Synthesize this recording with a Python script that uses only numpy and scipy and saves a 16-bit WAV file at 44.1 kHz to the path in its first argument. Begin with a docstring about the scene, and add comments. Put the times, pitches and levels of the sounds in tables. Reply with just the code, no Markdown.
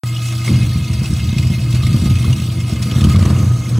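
"""Cucumber in the waste disposal

A sink disposal runs under a trickle of tap water, close to a phone. The motor hums; a cucumber drops in
and the spinning plate flings it about. Dull thuds boom in the steel basin, the flesh crunches, loose
metal lugs clink and ring, water fizzes and bubbles. The two microphone ports hear the treble out of phase.
"""
import sys
import numpy as np
from scipy import signal
from scipy.fft import rfft, irfft, next_fast_len
from scipy.io import wavfile
from scipy.ndimage import uniform_filter1d, minimum_filter1d, map_coordinates

SR = 44100
rng = np.random.default_rng(int(sys.argv[2]) if len(sys.argv) > 2 else 0)


def unload_audio(sound):
    """Save the sound as a 16-bit wav file, at the path given as the first command line argument."""
    columns = np.transpose(np.atleast_2d(sound))
    # keep every value between -1 and 1, then stretch to whole-number steps
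    steps = np.round(np.clip(columns, -1, 1) * 32767)
    wavfile.write(sys.argv[1], SR, steps.astype(np.int16))


N = 167139
T = np.arange(N) / SR

# The cucumber's blows. Each row: start in seconds, relative level in dB.
THUDS = [(0.513, 0.5), (0.543, -2), (0.594, -10), (0.628, -9), (0.658, -12.5), (0.701, -8), (0.756, -2),
         (1.018, -3), (1.106, -5.5), (1.128, -4), (1.171, -26), (1.327, -1), (1.363, -5), (1.393, -12),
         (1.446, -6), (1.475, -12), (1.501, -2), (1.526, -11), (1.678, -10), (1.737, -15), (1.757, -20),
         (1.872, -4.5), (1.898, -18), (1.916, -8), (1.943, 2), (1.97, -5), (2.021, -2.5), (2.058, 0.5),
         (2.074, -1), (2.109, -4), (2.251, -1), (2.277, -1.5), (2.301, -2), (2.368, -13), (2.396, -6.5),
         (2.486, -11.0), (2.723, -3), (2.76, -8), (2.959, -6), (2.981, -4), (3.016, 6), (3.047, 7.5),
         (3.069, 8.5), (3.097, -18), (3.145, 4.5), (3.165, 3), (3.19, -7), (3.225, -1.5), (3.26, 1),
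         (3.301, 1.5), (3.325, -5.5), (3.4, -6.5), (3.428, -5), (3.449, -5.5), (3.512, -9.5), (3.778, -3.5)]
# The grinding bed. Each row: time in seconds, then boom, knock and crunch faders in dB.
LOAD_FADERS = [(0.47, -37, -15, -22.5), (0.53, -10, -17.5, -38.5), (0.84, -15.5, -29.5, -44.5),
               (2.26, -7.5, -22.5, -37), (2.55, -21.5, -26, -42.5), (3.27, -7.5, -14, -27.5),
               (3.6, -16.5, -31, -37.5), (3.79, -18, -16, -31.5)]
# The steel basin's ring. Each row: pitch in Hz, width in Hz, gain in dB.
BASIN_MODES = [(75.8, 3.3, -2), (92.7, 10.5, 2), (131.45, 9.8, 2), (163.8, 16.2, -4), (202, 23.4, -4),
               (220, 11.3, -10.5), (291.8, 20.4, -6.5), (331, 9.2, -9.5), (481, 71, -13)]
# The punch of a blow, before the ring. Each row: pitch in Hz, width in Hz, gain in dB.
PUNCH_MODES = [(109, 24, -14.5)]
# The colour of crunching flesh. Each row: frequency in Hz, gain in dB.
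CRUNCH_EQ = [(250, -1.5), (480, -3), (650, -6), (880, -12), (1100, -6), (1700, -13.5), (2300, -15.5),
             (5000, -26)]
# Hard lug strikes. Each row: start in seconds, relative level in dB, pitch in Hz, splat send in dB.
CLINKS = [(0.0363, -18, 1970, -21), (0.1633, -8, 2930, -25), (0.2836, -17, 2880, -8),
          (0.4785, -1.5, 2156, -31), (0.5668, -14, 2150, -19), (0.841, -14, 2560, -28),
          (0.879, -16.5, 4400, -14), (1.0567, -12, 2640, -14), (1.1954, -17, 2720, -14),
          (1.288, -11, 3700, -37), (1.326, -20, 2600, -10), (1.382, -12, 2520, -10),
          (1.4272, -11.5, 2120, -20), (1.725, -13, 2650, -17), (1.7472, -19, 2500, -5),
          (1.833, -13, 1200, -14), (1.8657, -10.5, 2140, -17), (1.928, -15, 2640, -11),
          (2.1544, -16, 2500, -13.5), (2.226, -16.5, 3080, -17), (2.243, -14, 1123, -13),
          (2.327, -7, 2860, -17), (2.3985, -15.5, 2650, -9.5), (2.823, -15.5, 2570, -5),
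          (2.9117, -15.5, 3000, -8), (3.0087, -20.5, 4030, -0.5), (3.04, -8, 3070, -9),
          (3.1094, -17, 2680, -23), (3.1388, -10, 2140, -30), (3.155, -6, 1180, -35),
          (3.1596, -9.5, 2230, -9.5), (3.223, -19, 3040, -9.5), (3.252, -9, 1150, -14),
          (3.364, -15, 2800, -20), (3.388, -19.5, 2160, -10), (3.6551, -14.5, 2125, -33)]
# The colour of a wet splat. Each row: frequency in Hz, gain in dB.
SPLAT_EQ = [(500, -12), (1200, -8), (3000, 5), (6000, 0), (10000, -6), (16000, -3)]
# The lugs' bright ring. Each row: pitch in Hz, width in Hz, gain in dB.
LUG_MODES = [(1674, 14, -5), (2129, 31, 6.5), (2556, 28, 6.5), (2807, 27, -9), (3130, 37, -10.5)]
# The grinding ring's tone. Each row: pitch in Hz, width in Hz, gain in dB.
RING_MODES = [(1246.8, 12.7, 0)]
# The swell of that tone. Each row: time in seconds, level in dB.
RING_FADER = [(0.04, -40), (1.63, -53.5), (1.81, -39.5), (2.64, -47.5), (3.07, -34), (3.79, -45)]
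# The running water. Each row: time in seconds, then spatter and hiss faders in dB.
WATER_FADERS = [(0.04, -43.5, -33.5), (0.14, -36, -33), (0.26, -34.5, -31), (0.38, -38, -34.5),
                (0.48, -31.5, -30.5), (0.64, -37, -35.5), (2.45, -37.5, -34), (2.79, -38, -35.5),
                (3.04, -34, -30.5), (3.28, -40, -37.5), (3.36, -40.5, -33.5), (3.53, -41.5, -36),
                (3.79, -41.5, -39)]
# The colour of the fizz. Each row: frequency in Hz, gain in dB.
FIZZ_EQ = [(300, -41), (650, -1.5), (900, -10.5), (1300, -7.5), (1900, -10), (2700, -2.5), (5000, -2.5),
           (7500, -7), (8500, -3), (10000, -9), (13000, 1), (16000, -5)]
# The motor casing's resonances. Each row: pitch in Hz, width in Hz, rms level in dB.
CASING_MODES = [(328.5, 13, -41.5), (495.8, 6.2, -58.5), (658.7, 25, -53.5), (973, 11.5, -54.5),
                (1077, 17, -59)]
# The stereo twist. Each row: frequency in Hz, left port's phase lead over the right in radians.
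PORT_PHASE = [(4100, 0), (4650, -.6), (4910, -1.9), (5250, -5.1), (5700, -6.28), (7500, -6.28),
              (7700, -6.8), (9000, -7.3), (10300, -8), (13300, -9.42), (15000, -9.42), (15300, -9.1)]
# The reflection each port hears alone. Each row: frequency in Hz, gain in dB.
REFLECTION_EQ = [(60, -76), (200, -43), (500, -11.5), (1300, -18.5), (1500, -64), (4000, -47), (4800, -1),
                 (5800, -58), (7400, -62), (8000, -7), (11000, -11), (12800, -10.5), (13400, -50),
                 (16000, -50)]

START_S, DROP_S, FADE_S = .0355, LOAD_FADERS[0][0], .006  # sound starts, cucumber lands, fade-out length


def grinding():
    """The cucumber thuds and bumps against the basin; each thud sets off a burst of crunch."""
    soft_hz, round_hz = 264, 423  # soft flesh excites little treble; the big blows are rounder still
    flesh = lambda hz: 1 / (1 + 1j * hz / soft_hz) ** 4
    basin = lambda hz: modes(BASIN_MODES)(hz) * flesh(hz)
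    blow = lambda hz: (basin(hz) + modes(PUNCH_MODES)(hz) * flesh(hz)) / (1 + 1j * hz / round_hz) ** 2
    starts, thud_db = np.transpose(THUDS)
    blow_peak = np.max(abs(filtered(spikes(T[:1], [1.]), blow)))
    polarity = rng.choice([-1, 1], len(starts))
    thuds = filtered(spikes(starts, polarity * amp(thud_db)), blow) / blow_peak
    boom_db, knock_db, crunch_db = curves(LOAD_FADERS)
    boom, knock = split(filtered(scattered(per_s=110, spread_db=1.5), basin), hz=146)
    bumps = amp(-2) * (amp(boom_db) * boom + amp(knock_db) * knock)
    bursts = 1 + .48 * unit(decay(spikes(starts, amp(thud_db)), seconds=.0079))
    crunch = amp(crunch_db) * unit(bursts * patchy_noise(CRUNCH_EQ, patchy_db=2))
    idle_shake = amp(-26.5) * resonant_noise(basin)
    return thuds + (bumps + crunch) * ramp(DROP_S, seconds=.0085) + idle_shake


def clinks():
    """The lugs' hardest strikes: a short, rough metal ring and a splat of water."""
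    ring_s, splat_s, attack_s = .036, .042, .0018  # ring and splat fall 60 dB in these times
    out, t = np.zeros(N + SR), T[:SR // 10]
    spray = patchy_noise(SPLAT_EQ, patchy_db=3.5)
    roughness = 1 + .45 * wobble(500)
    attack = 1 - np.exp(-t / attack_s)
    for start, db, hz, splat_db in CLINKS:
        i = round(start * SR)
        ring = amp(-60 * t / ring_s) * np.sin(2 * np.pi * hz * t) * np.resize(roughness[i:], len(t))
        splat = amp(13 + splat_db - 60 * t / splat_s) * np.resize(spray[i:], len(t))
        out[i:i + len(t)] += amp(db - 8.5) * (ring + splat) * attack
    return out[:N]


def lug_rattle():
    """Loose lugs tick against the grinding ring: one held tone, and a jingle that follows the spatter."""
    ticks = lambda: scattered(per_s=250, spread_db=3) + .75 * rng.standard_normal(N)
    tone = amp(curves(RING_FADER)[0]) * unit(filtered(ticks(), modes(RING_MODES)))
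    jingle_db = curves(WATER_FADERS)[0] - 5 + 3.2 * wobble(22)
    return tone + amp(jingle_db) * unit(filtered(ticks(), modes(LUG_MODES)))


def tap_water():
    """Fizz that flares in small splashes, with bubbles on top."""
    flares = unit(decay(abs(scattered(per_s=60, spread_db=2)), seconds=.012))
    fizz = (1 + .6 * flares) * patchy_noise(FIZZ_EQ, patchy_db=2.5)
    spatter, hiss = split(fizz, hz=6050)
    spatter_db, hiss_db = curves(WATER_FADERS)
    return amp(spatter_db) * (spatter + amp(-6) * bubbles()) + amp(hiss_db) * hiss


def bubbles(per_s=250, centre_hz=3446, cycles=14):
    """Tiny bubbles ping at random, each a sine that swells and dies in milliseconds."""
    when, size = np.hsplit(rng.random((int(per_s * N / SR), 2)), 2)
    hz = centre_hz * np.exp(.2 * rng.standard_normal(when.shape))
    samples = np.arange(400)
    age = hz * samples / SR / cycles
    pings = amp(-2.5 * np.log(size + .03)) * age * np.exp(-3 * age) * np.sin(2 * np.pi * cycles * age)
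    positions = (when * N).astype(int) + samples
    return unit(np.bincount(positions.ravel(), pings.ravel(), N)[:N])


def splash(start_s=.215, rise_s=.02, fall_s=.11):
    """A bright swish as the cucumber crosses the stream."""
    age = np.clip(T - start_s, 0, None)
    swell = (1 - np.exp(-age / rise_s)) * np.exp(-(age / fall_s) ** 2)
    return amp(-31.5) * swell * resonant_noise(resonance(hz=6900, width_hz=3500))


def drain():
    """A thin band of hiss as the drain clears."""
    return amp(-44) * ramp(3.25, seconds=.1) * resonant_noise(resonance(hz=6320, width_hz=400))


def motor(hum_hz=119.3):
    """The windings hum at twice the mains, wavering under load; the casing rings faintly."""
    hum_db = -16 + 3.5 * wobble(11) * (T > DROP_S)
    hum = amp(hum_db) * np.sqrt(2) * np.sin(2 * np.pi * hum_hz * T)
    casing = sum(amp(db) * resonant_noise(lambda f: resonance(hz, width)(f) ** 2)
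                 for hz, width, db in CASING_MODES)
    return hum + casing


def amp(db):
    return 10 ** (np.asarray(db) / 20)


def unit(x):
    """x scaled to rms 1."""
    return x / np.sqrt(np.mean(x ** 2) + 1e-20)


def ramp(start_s, seconds):
    """A straight fade-in."""
    return np.clip((T - start_s) / seconds, 0, 1)


def along(points, hz):
    """Read (Hz, value) points on a log frequency axis."""
    knots, values = np.transpose(points)
    return np.interp(np.log(hz + 1), np.log(knots + 1), values)


def curves(rows):
    """One fader curve for each column after the time."""
    times, *columns = np.transpose(rows)
    return [np.interp(T, times, column) for column in columns]


def wobble(per_s):
    """A smooth random curve with per_s knots a second."""
    return map_coordinates(rng.standard_normal(int(N * per_s / SR) + 4), [T * per_s])


def filtered(x, response):
    """x through a complex frequency response."""
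    size = next_fast_len(N + SR // 2)
    return irfft(rfft(x, size) * response(np.fft.rfftfreq(size, 1 / SR)), size)[..., :N]


def resonance(hz, width_hz):
    """The response of one ringing band-pass."""
    return lambda f: 1j * f * width_hz / (hz * hz - f * f + 1j * f * width_hz)


def modes(table):
    """The response of a bank of resonances."""
    return lambda f: sum(amp(db) * resonance(hz, width)(f) for hz, width, db in table)


def split(x, hz):
    """The lows and highs of x, each at rms 1."""
    low = filtered(x, lambda f: 1 / (1 + (f / hz) ** 6))
    return unit(low), unit(x - low)


def spikes(times, sizes):
    """Single-sample impulses."""
    return np.bincount(np.clip((times * SR).astype(int), 0, N - 1), sizes, N)


def scattered(per_s, spread_db):
    """Random impulses of uneven size and sign, rms 1."""
    when, size, sign = rng.random((int(per_s * N / SR), 3)).T
    return unit(spikes(when * N / SR, amp(-spread_db * np.log(size + .03)) * np.sign(sign - .5)))


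def decay(x, seconds):
    """Give each impulse an exponential tail."""
    return signal.lfilter([1], [1, -np.exp(-1 / (seconds * SR))], x)


def resonant_noise(response):
    """White noise through a response, rms 1."""
    return unit(filtered(rng.standard_normal(N), response))


def patchy_noise(eq, patchy_db):
    """Coloured noise of rms 1 with patches of random gain in time and frequency."""
    spectra = signal.stft(rng.standard_normal(N), nperseg=512)[2]
    patches = uniform_filter1d(uniform_filter1d(rng.standard_normal(spectra.shape), 8, 0), 6, 1)
    mottled = signal.istft(spectra * amp(patchy_db * unit(patches)), nperseg=512)[1][:N]
    return unit(filtered(mottled, lambda hz: amp(along(eq, hz))))


def scene():
    """One mono sink at two ports, which differ in phase and each hear a reflection of their own."""
    sink = motor() + grinding() + lug_rattle() + clinks() + tap_water() + drain() + splash()
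    sink *= (T > START_S) * np.clip((T[-1] - T) / FADE_S, 0, 1)
    half_each_way = np.array([[.5j], [-.5j]])
    direct = filtered(sink, lambda hz: np.exp(half_each_way * along(PORT_PHASE, hz)))
    delayed = np.array([np.roll(sink, SR // 40), np.roll(sink, SR // 29)])
    reflections = filtered(delayed, lambda hz: amp(along(REFLECTION_EQ, hz)))
    return direct + reflections * (T > START_S)


def record(dry):
    """Bass roll-off, a peak limiter and a hard top cut."""
    bass_cut_hz, top_hz, ceiling, lookahead_s = 50, 15800, .93, .008
    x = filtered(dry, lambda hz: (1j * hz / (bass_cut_hz + 1j * hz)) ** 4)
    span = int(lookahead_s * SR)
    safe_gain = np.minimum(1, ceiling / (abs(x).max(0) + 1e-9))
    gain = uniform_filter1d(minimum_filter1d(safe_gain, size=2 * span + 1), size=span)
    return filtered(x * gain, lambda hz: hz < top_hz)


dry = scene()
out = record(dry)
unload_audio(out)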